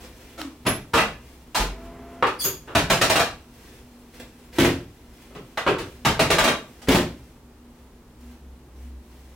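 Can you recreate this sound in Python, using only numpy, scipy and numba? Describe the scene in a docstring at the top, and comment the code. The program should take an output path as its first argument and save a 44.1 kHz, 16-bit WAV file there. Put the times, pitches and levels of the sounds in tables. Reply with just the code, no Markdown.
"""A small, hard-walled room where a padded treatment table is worked. Steel latches clank, a geared
motor runs briefly, dry joints creak and squeak as they stick and slip. Twice the drop section is
ratcheted up, then thrust down onto its stop. Clothes rustle over a low ventilation hum.
The microphones hear mostly reflections, and a limiter flattens every loud blow."""
import sys
import numpy as np
from scipy import signal
from scipy.fft import rfft, irfft
from scipy.io import wavfile
from scipy.ndimage import uniform_filter1d
from numba import njit

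SR = 44100
rng = np.random.default_rng(int(sys.argv[2]) if len(sys.argv) > 2 else 0)


def to_wav(s):
    """Save 16-bit WAV."""
    ch = np.atleast_2d(s).T  # columns
    pcm = np.round(np.clip(ch, -1, 1) * 32767)  # PCM
    wavfile.write(sys.argv[1], SR, pcm.astype(np.int16))


N = 412335
T = np.arange(N) / SR
BLOW_T = T[:SR // 2]


def amp(db):
    """Decibels to gain."""
    return 10 ** (np.asarray(db) / 20)


def unit(x):
    """Scale to rms 1."""
    return x / np.sqrt(np.mean(x ** 2))


def along(points, hz):
    """Read (Hz, value) points on a log-frequency axis."""
    knots_hz, values = np.transpose(points)
    return np.interp(np.log(hz + 1), np.log(knots_hz), values)


def colour(x, points):
    """Filter by a (Hz, dB) spectrum."""
    return irfft(rfft(x) * amp(along(points, np.fft.rfftfreq(len(x), 1 / SR))), len(x))


def noise(size):
    """Flat-spectrum noise, rms 1."""
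    return unit(irfft(np.exp(2j * np.pi * rng.random(size // 2 + 1)), size))


def narrow(hz, width_hz):
    """Noise in one steep resonance."""
    offset = (np.fft.rfftfreq(N, 1 / SR) - hz) / width_hz
    return unit(irfft(rfft(noise(N)) / (1 + (2 * offset) ** 2), N))


def walk(rate_hz):
    """Smooth random drift, rms 1."""
    return narrow(0, rate_hz)


def fade(t, t60_s):
    """Exponential decay."""
    return np.exp(-np.log(1000) * t / np.maximum(t60_s, .002))


def arch(middle_s, width_s):
    """Smooth rise and fall; width at half height."""
    return np.cos(np.pi / 2 * np.clip((T - middle_s) / width_s, -1, 1)) ** 2


def ramp(t, length_s):
    """Linear rise from 0 to 1."""
    return np.clip(t / length_s, 0, 1)


def sized(x, db):
    """Give a blow the energy of 25 ms at this level."""
    return x * amp(db) * np.sqrt(.025 * SR / np.sum(x ** 2))


def add(track, at_s, x):
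    """Mix a sound in at a time."""
    start = int(at_s * SR)
    track[..., start:start + x.shape[-1]] += x[..., :N - start]


def mic_pair(mid, side):
    """Two close microphones: alike in the bass, unrelated in the treble."""
    # (frequency [Hz], side minus mid [dB])
    side_spectrum = [(60, -43), (125, -40), (250, -22.5), (500, -15.5), (1000, -7), (2000, -4.5),
                     (4000, -0.5), (12000, 0.5)]
    return mid + np.array([[1], [-1]]) * colour(side, side_spectrum)


def reflections():
    """Dense wall reflections; each band dies at its own rate."""
    # room decay: (frequency [Hz], t60 [s])
    decay = [(60, 0.63), (250, 0.39), (800, 0.3), (5000, 0.31), (14000, 0.24)]
    centres_hz, t60s_s = np.transpose(decay)
    size = len(BLOW_T)
    white, hz = rfft(noise(size)), np.fft.rfftfreq(size, 1 / SR)
    tail = np.zeros(size)
    for share, t60_s in zip(np.eye(len(centres_hz)), t60s_s):
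        band = irfft(white * along(np.c_[centres_hz, share], hz), size)
        tail += band * fade(BLOW_T, t60_s)
    tail *= 1 - fade(BLOW_T, 0.0092)  # first walls answer after a few ms
    return tail / np.sqrt(np.sum(tail ** 2))


def room(x, direct_db):
    """Direct path followed by the reflections."""
    response = mic_pair(reflections(), reflections())
    response[:, 0] += amp(direct_db)
    return signal.fftconvolve(x[None], response, axes=1)[:, :N] / np.sqrt(1 + amp(direct_db) ** 2)


def ventilation():
    """Steady air noise, a duct hum and a building rumble that swells late."""
    # air noise: (frequency [Hz], density [dB])
    air_spectrum = [(20, -3), (55, 2.5), (95, -7), (130, -4), (175, -9), (240, -7.5), (330, -7),
                    (650, -17.5), (900, -17.5), (1500, -25), (5000, -34.5), (15000, -39)]
    mid, side = (unit(colour(noise(N), air_spectrum)) for _ in range(2))
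    hum = amp(-55) * narrow(hz=241.8, width_hz=10.3)
    swell = amp(-45) * arch(middle_s=8.67, width_s=0.9)
    rumble = (amp(-55.5) + swell) * narrow(hz=65.2, width_hz=3.6)
    return amp(-50) * mic_pair(mid, side) + hum + rumble


def cloth(settled_s=7.4):
    """Sleeves and hands slide over clothes in small uneven slips."""
    # hand strokes: (middle [s], width [s], level [dB])
    strokes = [(.01, 0.082, -41), (0.233, 0.44, -51), (1.273, 0.23, -54), (1.83, 0.12, -52.5),
               (3.668, 0.29, -51), (4.152, 0.046, -46), (4.202, 0.0088, -34), (4.569, 0.065, -36),
               (5.24, 0.32, -54), (5.483, .15, -56), (5.89, 0.23, -51), (6.73, 0.22, -53.5),
               (7.772, 0.12, -63.5), (8.276, .16, -56.5), (8.818, 0.11, -57), (9.215, 0.3, -58.5)]
    # cloth friction: (frequency [Hz], density [dB])
    rub_spectrum = [(100, -3.5), (400, 6), (1000, -6.5), (2400, -2.5), (5000, -9), (15000, -13.5)]
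    effort = amp(-59.5) * ramp(settled_s - T, 0.11)  # soft shifting until the hands rest
    for middle_s, width_s, db in strokes:
        effort = np.maximum(effort, amp(db) * arch(middle_s, width_s))
    slips = noise(N) * amp(2.2 * walk(126))
    rub = unit(colour(slips, rub_spectrum))
    dull = signal.sosfilt(signal.butter(1, 4000, fs=SR, output="sos"), rub)
    treble_gain = amp(-57) * (effort / amp(-56)) ** 0.72  # firm rubs are duller
    return dull * effort + (rub - dull) * treble_gain


def motor(on_s=1.62, off_s=2.31, fade_s=.11, start_hz=303, run_hz=343, spin_up_s=0.14):
    """A geared motor whines up to speed over a soft whirr."""
    # whine: (frequency ratio, level [dB])
    partials = [(.75, -1), (1, -10), (1.2, -7), (2, -1.5), (3, -12.5), (4, -19), (6, -20.5)]
    running_s = np.maximum(T - on_s, 0)
    hz = run_hz + (start_hz - run_hz) * np.exp(-running_s / spin_up_s)
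    phase = 2 * np.pi * np.cumsum(hz * (1 + 0.003 * walk(27))) / SR
    whine = sum(amp(db + 2 * walk(12)) * np.sin(ratio * phase) for ratio, db in partials)
    whirr = unit(colour(noise(N), [(100, 7), (400, 2), (1200, -3.5), (3000, -15.5), (12000, -59)]))
    envelope = amp(-44) * ramp(running_s, fade_s) * ramp(off_s - T, fade_s)
    return (unit(whine) + amp(-2.5) * whirr) * envelope


def stick_slip(slip, roughness, hiss):
    """A dry joint sticks and slips: a rough tone that swells, glides with sliding speed and dies."""
    start_s, length_s, first_hz, last_hz, db, overtones_db = slip
    progress = ramp(T - start_s, length_s)
    hz = first_hz + (last_hz - first_hz) * progress
    phase = 2 * np.pi * np.cumsum(hz * (1 + roughness * walk(943))) / SR
    overtones = 0.42 * np.sin(2 * phase) + 0.13 * np.sin(3 * phase) + 0.59 * np.sin(4 * phase)
    tone = (np.sin(phase) + amp(overtones_db) * overtones) / np.sqrt(1 + amp(overtones_db) ** 2)
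    return (tone + hiss * noise(N)) * amp(db) * np.sin(np.pi * progress) ** 2


def creaks():
    """Low slips of a dry joint."""
    # (start [s], length [s], first pitch [Hz], last pitch [Hz], level [dB], overtones [dB])
    slips = [(0.367, 0.049, 333, 344, -35, 6), (.382, 0.068, 329, 307, -27.5, -15),
             (0.419, .085, 292, 268, -30.5, -19)]
    return sum(stick_slip(slip, roughness=0.025, hiss=.01) for slip in slips)


def squeaks():
    """High, hissy slips of a dry joint."""
    # (start [s], length [s], first pitch [Hz], last pitch [Hz], level [dB], overtones [dB])
    slips = [(2.384, .042, 5260, 3950, -20, 4), (2.403, 0.033, 3370, 3290, -23.5, 6),
             (2.42, .04, 4400, 5320, -25, 4), (2.422, 0.062, 3330, 3336, -16, 33)]
    return sum(stick_slip(slip, roughness=.03, hiss=.17) for slip in slips)


def ring(modes):
    """Struck modes, slightly different at every blow."""
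    out = 0
    for hz, db, t60_s in modes:
        gain = amp(db + rng.normal()) * rng.choice([-1, 1])
        detuned_hz = hz * (1 + 0.0073 * rng.normal())
        out += gain * fade(BLOW_T, t60_s) * np.sin(2 * np.pi * detuned_hz * BLOW_T)
    return out


def sway():
    """The loaded table rocks on its base."""
    # (frequency [Hz], level [dB], t60 [s])
    modes = [(44.4, 3, 0.35), (49.2, -12.5, 1.6), (111, -24, 0.41)]
    out = np.zeros(N)
    add(out, 1.598, sized(ring(modes), db=-19.5))
    return out


def click():
    """One small dry click close by."""
    snap = colour(noise(len(BLOW_T)), [(4000, 5), (9000, -12)])
    out = np.zeros(N)
    add(out, .4155, sized(snap * fade(BLOW_T, 0.015), db=-36))
    return out


def fittings():
    """A spring pings as a latch lets go, a lever rings as its latch catches, the motor pedal rings."""
    # modes of each part: (frequency [Hz], level [dB], t60 [s])
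    spring = [(10250, -16.5, 0.4), (11110, 6, 0.086), (12300, -11, .16), (14390, -15, .18),
              (14810, -20, .09)]
    lever = [(1717, 1, 0.17), (1970, 0, .15), (2449, -1.5, 0.15), (2640, -3, 0.16), (2770, -5, .2)]
    pedal = [(793, -1, 0.11), (872, -1, .15), (1020, 0, 0.15), (1430, -5, 0.13)]
    out = np.zeros((2, N))
    for at_s, modes, db in [(0.668, spring, -27), (.972, lever, -21), (1.549, pedal, -23.5)]:
        add(out, at_s, room(sized(ring(modes), db), direct_db=-8))
    return out


def blows(hits, spectrum, modes, crack, contact_s, direct_db):
    """Each blow is a crack, a short rattle of loose parts and the ring of the struck piece."""
    out = np.zeros((2, N))
    onset = 1 - np.exp(-BLOW_T / contact_s)
    for at_s, db, bass_db, treble_db, rattle_t60_s, ring_db in hits:
        tilt = [(150, bass_db), (600, 0), (1500, 0), (6000, treble_db)]
        force = (fade(BLOW_T, rattle_t60_s) + crack * fade(BLOW_T, 0.0071)) * onset
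        for _ in range(2):  # two independent rattles and reflections sum dense and even, not hollow
            rattle = colour(colour(noise(len(BLOW_T)), spectrum), tilt) * force
            blow = sized(rattle, db) + sized(ring(modes), db + ring_db)
            add(out, at_s, room(blow, direct_db) / np.sqrt(2))
    return out


def frame(ring_db=-11.5):
    """The frame knocks against its padded stops."""
    # (time [s], level [dB], bass [dB], treble [dB], rattle t60 [s])
    knocks = [(2.2247, -14, -6.5, -2.5, 0.034), (2.268, -25.5, -20, 12.5, 0.026), (2.445, -28, 4, 17, 0.18),
              (2.675, -34, -5, 1, .3), (5.305, -48, 9, -6, .08), (5.35, -34.5, 10.5, 11.5, 0.094),
              (5.664, -17, -10, -2, 0.046), (5.675, -16.5, -5.5, 6.5, 0.072), (5.802, -32, 14, 12, 0.075)]
    # frame rattle: (frequency [Hz], density [dB])
    spectrum = [(30, -35), (110, 1), (230, -5), (370, 10.5), (700, -5), (1300, 0), (1900, -11),
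                (2900, -12.5), (5000, -30.5), (14000, -48)]
    # frame ring: (frequency [Hz], level [dB], t60 [s])
    modes = [(276, -1.5, 0.21), (323, -0.5, 0.25), (387, 11, 0.12), (1330, -23, .12)]
    hits = [(*knock, ring_db) for knock in knocks]
    return blows(hits, spectrum, modes, crack=0.33, contact_s=0.00077, direct_db=-6)


def ratchet_hits(teeth=6):
    """The section speeds up as it lifts: each tooth comes sooner, lighter and thinner."""
    # (start [s], first tooth gap [s], level [dB], treble [dB])
    lifts = [(2.750, .149, -13, -2.5), (6.049, .1438, -13, -4.5)]
    for at_s, gap_s, lift_db, lift_treble_db in lifts:
        for tooth in range(teeth):
            pull = np.sin(np.pi * tooth / (teeth - 1))  # firmest and brightest halfway up
            db = lift_db - tooth + 0.9 * pull
            bass_db, treble_db = 3.5 - 1.85 * tooth, lift_treble_db + 3.5 * pull
            rattle_t60_s, ring_db = 0.093 * 0.81 ** tooth, -10.5 + 1.36 * tooth
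            yield at_s, db, bass_db, treble_db, rattle_t60_s, ring_db
            at_s += gap_s
            gap_s = .83 * gap_s - .0102


def latches_and_ratchet(latch_ring_db=-19):
    """Steel latches and ratchet teeth clank."""
    # (time [s], level [dB], bass [dB], treble [dB], rattle t60 [s])
    latches = [(.376, -35.5, -16, 1.5, 0.25), (.651, -31.5, 14, -7, 0.06), (.663, -17.5, 4, -3.5, 0.062),
               (.934, -14, 1, -5, 0.18), (.972, -15, -14, -9, 0.12), (1.546, -19, -6, 3.5, 0.16),
               (1.596, -24.5, 4.5, -1, .14), (5.573, -23.5, -15, -9, 0.028), (5.783, -32.5, 4, 0.5, 0.043),
               (6.816, -44, -5, 5, 0.059), (6.872, -31, 9, -6, 0.04)]
    # steel rattle: (frequency [Hz], density [dB])
    spectrum = [(25, -22), (48, -2), (75, -11), (115, -1.5), (200, -2.5), (600, -0.5), (1200, -3),
                (2000, -6), (3000, -8), (5500, -14.5), (9000, -19.5), (15000, -26.5)]
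    # steel ring: (frequency [Hz], level [dB], t60 [s])
    modes = [(658.3, 1, 0.076), (1163, 2.5, 0.066), (1603, -6, 0.12), (2420, -9, .12), (2804, -4, 0.093),
             (3860, -1, 0.036)]
    hits = [(*latch, latch_ring_db) for latch in latches] + list(ratchet_hits())
    return blows(hits, spectrum, modes, crack=0.56, contact_s=0.0033, direct_db=-7)


def drop_section(treble_db=1.7, rattle_t60_s=0.3):
    """Thrust onto its stop, the loaded section lands with a long rattle and rebounds once."""
    # (time [s], level [dB], bass [dB], ring [dB])
    thrusts = [(4.585, -13, -0.5, 3), (6.885, -10.5, 1.5, -5.5)]
    # section rattle: (frequency [Hz], density [dB])
    spectrum = [(25, -36), (48, -16), (80, -11), (125, -3), (210, -3), (320, -1.5), (480, -4), (800, -10.5),
                (1500, -13), (3000, -16.5), (7000, -29), (15000, -34.5)]
    # section ring: (frequency [Hz], level [dB], t60 [s])
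    modes = [(113, -15, 0.23), (163.2, -18, 0.4), (268, -2, 0.19), (347, -6.5, 0.24)]
    rebound_s, rebound_db, rebound_t60_s, rebound_ring_db = .063, -4, 0.065, -9
    hits = []
    for at_s, db, bass_db, ring_db in thrusts:
        hits += [(at_s, db, bass_db, treble_db, rattle_t60_s, ring_db),
                 (at_s + rebound_s, db + rebound_db, bass_db, treble_db, rebound_t60_s, rebound_ring_db)]
    return blows(hits, spectrum, modes, crack=1.4, contact_s=0.0006, direct_db=-2.5)


def scene():
    """Everything that sounds in the room, in stereo."""
    friction = room(squeaks() + cloth(), direct_db=-4.5) + room(creaks(), direct_db=3.5)
    impacts = latches_and_ratchet() + frame() + drop_section() + fittings() + click()
    return friction + impacts + motor() + sway() + ventilation()


def record(dry, limit_db=-14, attack_s=0.0037, release_s=0.0013, low_cut_hz=30, top_hz=16100):
    """The microphones lose the deepest bass, a fast limiter holds the blows down, the top is cut."""
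    sound = signal.sosfilt(signal.butter(2, low_cut_hz, "high", fs=SR, output="sos"), dry)
    power = uniform_filter1d(np.mean(sound ** 2, axis=0), size=100)
    envelope = follow(power, 1 / (attack_s * SR), 1 / (release_s * SR))
    gain = (1 + (envelope / amp(limit_db) ** 2) ** 2) ** (-1 / 4)
    return signal.sosfilt(signal.ellip(10, .2, 80, top_hz, fs=SR, output="sos"), sound * gain)


@njit
def follow(power, attack, release):
    """Limiter envelope with separate rise and fall rates per sample."""
    out, level = np.empty(len(power)), 0.
    for i in range(len(power)):
        level += (power[i] - level) * (attack if power[i] > level else release)
        out[i] = level
    return out


dry = scene()
out = record(dry)
to_wav(out)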